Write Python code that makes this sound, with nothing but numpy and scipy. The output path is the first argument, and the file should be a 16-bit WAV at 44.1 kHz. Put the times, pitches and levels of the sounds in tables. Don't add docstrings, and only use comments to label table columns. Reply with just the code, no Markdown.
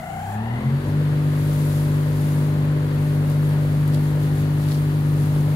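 import sys
import numpy as np
from scipy import signal
from scipy.fft import rfft, irfft
from scipy.io import wavfile
from scipy.ndimage import uniform_filter1d

SR = 44100
rng = np.random.default_rng(int(sys.argv[2]) if len(sys.argv) > 2 else 0)


def generate_wav(signal):
    frames = np.transpose(np.atleast_2d(signal))
    scaled = np.clip(frames, -1, 1) * 32767
    pcm = np.round(scaled).astype(np.int16)
    wavfile.write(sys.argv[1], SR, pcm)


N = 244755
TIME = np.arange(N) / SR
FREQ = np.fft.rfftfreq(N, 1 / SR) + 1e-3
RUN_HZ = 49.67

# [t/s, relative peak/dB, low band/dB]
TWIG_SNAPS = [(2.9477, -34, -12), (3.0131, -34, -15), (3.2994, -33, -12), (3.49, -33, -15),
              (3.878, -27, -16), (3.937, -36, 3), (3.944, -27, -7), (4.229, -34, -9), (4.7194, -34, 6)]


def undb(db):
    return 10 ** (np.asarray(db) / 20)


def unit(x):
    return x / np.sqrt(np.mean(x ** 2))


def curve(rows):
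    return np.interp(TIME, *np.transpose(rows))


def at(points, hz):
    f, value = np.transpose(points)
    return np.interp(np.log(hz), np.log(f), value)


def shape(x, gain):
    return irfft(rfft(x) * gain, N)


def resonance(f, hz, width_hz):
    return 1 / (1 + 1j * (f ** 2 - hz ** 2) / (f * width_hz))


def ringing(modes):
    return sum(undb(db) * abs(resonance(FREQ, hz, width_hz)) ** 2 for hz, width_hz, db in modes)


def lift(modes, hz):
    return sum(db * abs(resonance(hz, centre_hz, width_hz)) ** 2 for centre_hz, width_hz, db in modes)


def walk(rate_hz):
    k = int(SR / max(rate_hz, .5))
    steps = rng.standard_normal(2000)[np.arange(N) // k % 2000]
    return unit(uniform_filter1d(uniform_filter1d(steps, k), k))


def swells(rows):
    power = sum(undb(db) ** 2 * np.exp(-((TIME - t_s) / length_s) ** 2) for t_s, length_s, db in rows)
    return np.sqrt(power)


def outdoors(three, gain):
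    # [f/Hz, power share of direct sound/0-1]
    direct_share = [(200, 0.99), (330, 0.68), (600, 0.44), (1100, 0.35), (3000, 0.24), (8000, 0.2)]
    direct = np.clip(at(direct_share, FREQ), 0, 1)
    z = rfft(three) * gain
    return unit(irfft(z[0] * np.sqrt(direct) + z[1:] * np.sqrt(1 - direct), N))


def shaft_hz():
    start_hz, growth_per_s, settle_sharpness = 27.5, .705, 28
    free_hz = start_hz * np.exp(growth_per_s * TIME)
    return RUN_HZ / (1 + (RUN_HZ / free_hz) ** settle_sharpness) ** (1 / settle_sharpness)


def mains_pull():
    mains_hz = 50
    return np.sin(4 * np.pi * mains_hz * TIME)


def current(speed):
    knee_slip, idle_current = 0.26, 0.034
    slip = 1 - speed
    return idle_current + slip ** 2 / (slip ** 2 + knee_slip ** 2)


def sizzle(throb=.2):
    # [f/Hz, width/Hz, level/dB]
    sizzle_modes = [(4800, 6100, -1), (7300, 1400, 5), (9000, 800, 1), (10300, 490, -9), (12100, 3000, 3),
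                    (14900, 1100, 2)]
    level_db, rise_db_per_s, switch_out_s, release_s = -49.5, 9, 0.346, .022
    noise = outdoors(rng.standard_normal((3, N)) * (1 + throb * mains_pull()), ringing(sizzle_modes))
    since_s = TIME - switch_out_s
    swell = undb(level_db + rise_db_per_s * np.minimum(since_s, 0))
    return noise * swell * np.exp(-np.maximum(since_s, 0) / release_s)


def motor(turns, speed):
    # [f/Hz, width/Hz, level/dB]
    casing_modes = [(670, 150, -4), (775, 130, 0), (1100, 250, -16), (1430, 340, -11), (1800, 300, -14),
                    (2060, 170, -8), (2900, 600, -18)]
    slots, harmonic_slope_db = 24, -4
    wobble_rad, mains_depth_rad, rough_rad = 1.7, .5, .7
    whine_db, buzz_db = -21.3, -24.5
    whine_speed_db = 60
    buzz_top_hz = 1300
    swing_rad = wobble_rad * np.sin(2 * np.pi * turns) + mains_depth_rad * mains_pull()
    throb = 1 + .15 * np.cos(2 * np.pi * turns)
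    drive = current(speed) * throb * undb(whine_speed_db * np.log10(speed))
    paths = np.zeros((3, N))
    for path in paths:
        for k in range(1, 5):
            smear_rad = swing_rad + rough_rad * walk(140)
            phase = 2 * np.pi * k * slots * turns + k ** .6 * smear_rad
            path += undb(harmonic_slope_db * np.log10(k)) * np.sin(phase)
    whine = outdoors(paths * drive, ringing(casing_modes)) * np.sqrt(np.mean(drive ** 2))
    buzz_colour = ringing(casing_modes) / (1 + (FREQ / buzz_top_hz) ** 2)
    buzz = outdoors(rng.standard_normal((3, N)), buzz_colour)
    return whine * undb(whine_db) + buzz * drive * undb(buzz_db)


def disc(turns, speed, hum_db=-20, speed_db=48, waver_db=1.0, blade_waver_db=.5):
    # [multiple of shaft rate, relative level/dB]
    harmonics = [(1, -23.5), (2, -10.5), (4, -29.5), (5, -14.5), (6, -16), (7, -26), (8, -23), (9, -32),
                 (10, -26), (12, -27)]
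    # [f/Hz, width/Hz, level/dB]
    chute_modes = [(61.7, 27, -8), (118.4, 17, 34.5), (216, 46, 10), (275, 15, -21)]
    # [f/Hz, width/Hz, level/dB]
    standing_waves = [(107, 13, 4), (127.6, 3.5, -32), (130.2, 17.9, 11), (135.4, 1.5, -11.5),
                      (144.74, 3.92, -16.5)]
    blade_db, blade_speed_db = -18.5, 106
    stumble_db = 25 * (1 - speed) ** 2
    tone_db = blade_db + blade_speed_db * np.log10(speed) + lift(standing_waves, 3 * RUN_HZ * speed)
    tone_db = tone_db + (blade_waver_db + stumble_db) * walk(9.9)
    out = undb(tone_db) * np.sin(2 * np.pi * 3 * turns)
    for k, db in harmonics:
        chute_db = lift(chute_modes, k * RUN_HZ * speed) - lift(chute_modes, k * RUN_HZ)
        level_db = hum_db + db + chute_db + speed_db * np.log10(speed)
        level_db = level_db + (waver_db + stumble_db) * walk(12)
        out = out + undb(level_db) * np.sin(2 * np.pi * (round(k) * turns + rng.random()))
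    return np.sqrt(2) * out


def rattle(turns, speed, db=-18, speed_db=45, size=4096):
    # [f/Hz, relative level per harmonic/dB]
    rattle_colour = [(640, -48), (1000, -39), (1600, -45), (2000, -44.5), (2400, -51.5), (3400, -56),
                     (4600, -56), (5200, -58.5)]
    orders = np.arange(13, 105)
    drift_rad = .45 * walk(3)
    level = undb(at(rattle_colour, orders * RUN_HZ))
    turn_grid = np.arange(size) / size
    out = 0
    for weight in (np.cos(drift_rad), np.sin(drift_rad)):
        lines = np.zeros((2, size // 2 + 1), complex)
        lines[:, orders] = level * np.exp(2j * np.pi * rng.random((2, len(orders))))
        one_turn = irfft(lines) * size / np.sqrt(2)
        pattern = np.array([np.interp(turns, turn_grid, side, period=1) for side in one_turn])
        out = out + weight * pattern
    return out * undb(db + speed_db * np.log10(speed))


def churn(turns, speed, air_db=-30.5, hiss_db=-42, air_speed_db=55, hiss_speed_db=22, puff=0.25, flutter=0.038):
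    # [f/Hz, relative level/dB per Hz]
    air_colour = [(35, -17), (46, -4.5), (80, -7.5), (125, 2.5), (175, -5.5), (220, -2.5), (270, -12.5),
                  (410, -9.5), (520, -12), (580, -9.5), (660, -18), (830, -17)]
    # [f/Hz, relative level/dB per Hz]
    hiss_colour = [(500, -67), (900, -3), (1800, -4), (2100, -8), (2300, -10.5), (3200, -13), (4350, -17),
                   (4560, -14.5), (4750, -22.5), (5700, -26.5), (6700, -25.5), (8000, -24), (12300, -28.5),
                   (16000, -48)]
    beat = sum(np.cos(2 * np.pi * k * turns) for k in (1, 2, 4))
    roll_off = 1 / np.sqrt(1 + (FREQ / 900) ** 10)
    air = outdoors(rng.standard_normal((3, N)) * (1 + puff * beat), undb(at(air_colour, FREQ)) * roll_off)
    roll_on = FREQ ** 2 / (FREQ ** 2 + 300 ** 2)
    hiss = outdoors(rng.standard_normal((3, N)) * (1 + flutter * beat), undb(at(hiss_colour, FREQ)) * roll_on)
    air_eddies_db = .7 * walk(12)
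    hiss_eddies_db = .4 * walk(16) + .35 * walk(5)
    air = air * undb(air_db + air_speed_db * np.log10(speed) + air_eddies_db)
    return air + hiss * undb(hiss_db + hiss_speed_db * np.log10(speed) + hiss_eddies_db)


def shaded(x):
    # [t/s, share shaded/0-1]
    in_front = [(3.7, 0.15), (4.5, 0.85)]
    # [f/Hz, width/Hz, level/dB]
    shade_modes = [(536, 145, -5), (1600, 510, -2.5)]
    return x + curve(in_front) * (shape(x, undb(lift(shade_modes, FREQ))) - x)


def stirring():
    # [t/s, relative level/dB]
    carry_levels = [(.45, -61.5), (.9, -57), (2.7, -56), (3.6, -53), (5.55, -54)]
    # [t/s, length/s, relative level/dB]
    shake_strokes = [(.87, .035, -57), (1.66, 0.27, -47.5), (2.28, 0.19, -49.5), (3.09, 0.088, -56),
                     (3.305, 0.035, -51.5), (3.46, .04, -55), (4.06, 0.049, -53.5), (4.24, .03, -52),
                     (4.4, 0.044, -51), (4.71, 0.1, -50), (5.22, 0.044, -54), (5.38, 0.29, -53.5)]
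    jolt_db, jolt_s = -24, 0.018
    jolts = 0
    for t_s, peak_db, _ in TWIG_SNAPS:
        decay = (TIME > t_s) * np.exp(-abs(TIME - t_s) / jolt_s)
        jolts = jolts + undb(peak_db + jolt_db) ** 2 * decay
    return np.sqrt(undb(curve(carry_levels)) ** 2 + swells(shake_strokes) ** 2 + jolts)


def leaves(db=5.5, grains_per_s=1100, spread_db=1.5, tail_s=0.0024):
    # [f/Hz, relative level/dB per Hz]
    leaf_colour = [(1200, -1), (3000, 1), (4200, 1.5), (5700, -1.5), (6800, 0.5), (8000, -1), (10500, 3.5),
                   (12600, 5), (14000, 1), (16000, -2)]
    spectrum = 0
    for hz in np.geomspace(2500, 14000, 6):
        struck = rng.random((2, N)) < grains_per_s / SR
        ticks = struck * undb(spread_db * np.minimum(rng.exponential(size=(2, N)), 6)) ** 2
        power = signal.lfilter([1], [1, -np.exp(-1 / (tail_s * SR))], ticks)
        band = np.exp(-(np.log2(FREQ / hz) / 0.39) ** 2)
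        spectrum = spectrum + rfft(np.sqrt(power) * rng.standard_normal((2, N))) * band
    rustle = unit(irfft(spectrum * undb(at(leaf_colour, FREQ)), N))
    return rustle * undb(db) * stirring()


def twigs(db=3, body_db=2, ring_s=0.0068, size=4096):
    out = np.zeros((2, N))
    t_s, f_hz = np.arange(size) / SR, np.fft.rfftfreq(size, 1 / SR) + 1
    for snap_s, peak_db, low_db in TWIG_SNAPS:
        burst = rng.standard_normal((2, size)) * np.exp(-np.log(1000) * t_s / ring_s)
        tick = resonance(f_hz, 12000, 5000) ** 2
        knock = undb(body_db + low_db) * resonance(f_hz, 3500, 3500) ** 2
        snap = irfft(rfft(burst) * (tick + knock))
        start = int(snap_s * SR)
        out[:, start:start + size] += snap / abs(snap).max() * undb(peak_db + db)
    return out


def scrapes(hz=4300, width_hz=1900):
    # [t/s, length/s, level/dB]
    scrape_strokes = [(3.945, .012, -44), (4.64, .02, -49), (4.69, .01, -47), (4.719, .008, -37.5),
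                      (4.75, .022, -43.5)]
    catches = undb(4.5 * walk(600) + 1.5 * walk(120))
    grit = rng.standard_normal((2, N)) * catches
    return swells(scrape_strokes) * unit(shape(grit, resonance(FREQ, hz, width_hz)))


def scene():
    # [f/Hz, level/dB]
    left_excess = [(60, 1.9), (150, 1.4), (300, 2.4), (600, 4), (1100, 5), (2000, 4.2), (4000, 1.8),
                   (12000, 2.7)]
    lag_s = 0.00018
    hz = shaft_hz()
    turns = np.cumsum(hz) / SR + 0.0048 * walk(3.9)
    speed = hz / RUN_HZ
    machine = sizzle() + motor(turns, speed) + disc(turns, speed) + rattle(turns, speed) + churn(turns, speed)
    left, right = shaded(machine) + leaves() + twigs() + scrapes()
    tilt = undb(at(left_excess, FREQ) / 2)
    delay = np.exp(-2j * np.pi * FREQ * lag_s)
    return np.array([shape(left, tilt), shape(right, delay / tilt)])


def record(dry, low_hz=36, top_hz=15650):
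    low_cut = 1 / np.sqrt(1 + (low_hz / FREQ) ** 12)
    notch = 1 - .58 * resonance(FREQ, 14050, 1500)
    top_cut = signal.ellip(10, .2, 80, top_hz, fs=SR, output="sos")
    return signal.sosfilt(top_cut, shape(dry, low_cut * notch))


dry = scene()
out = record(dry)
generate_wav(out)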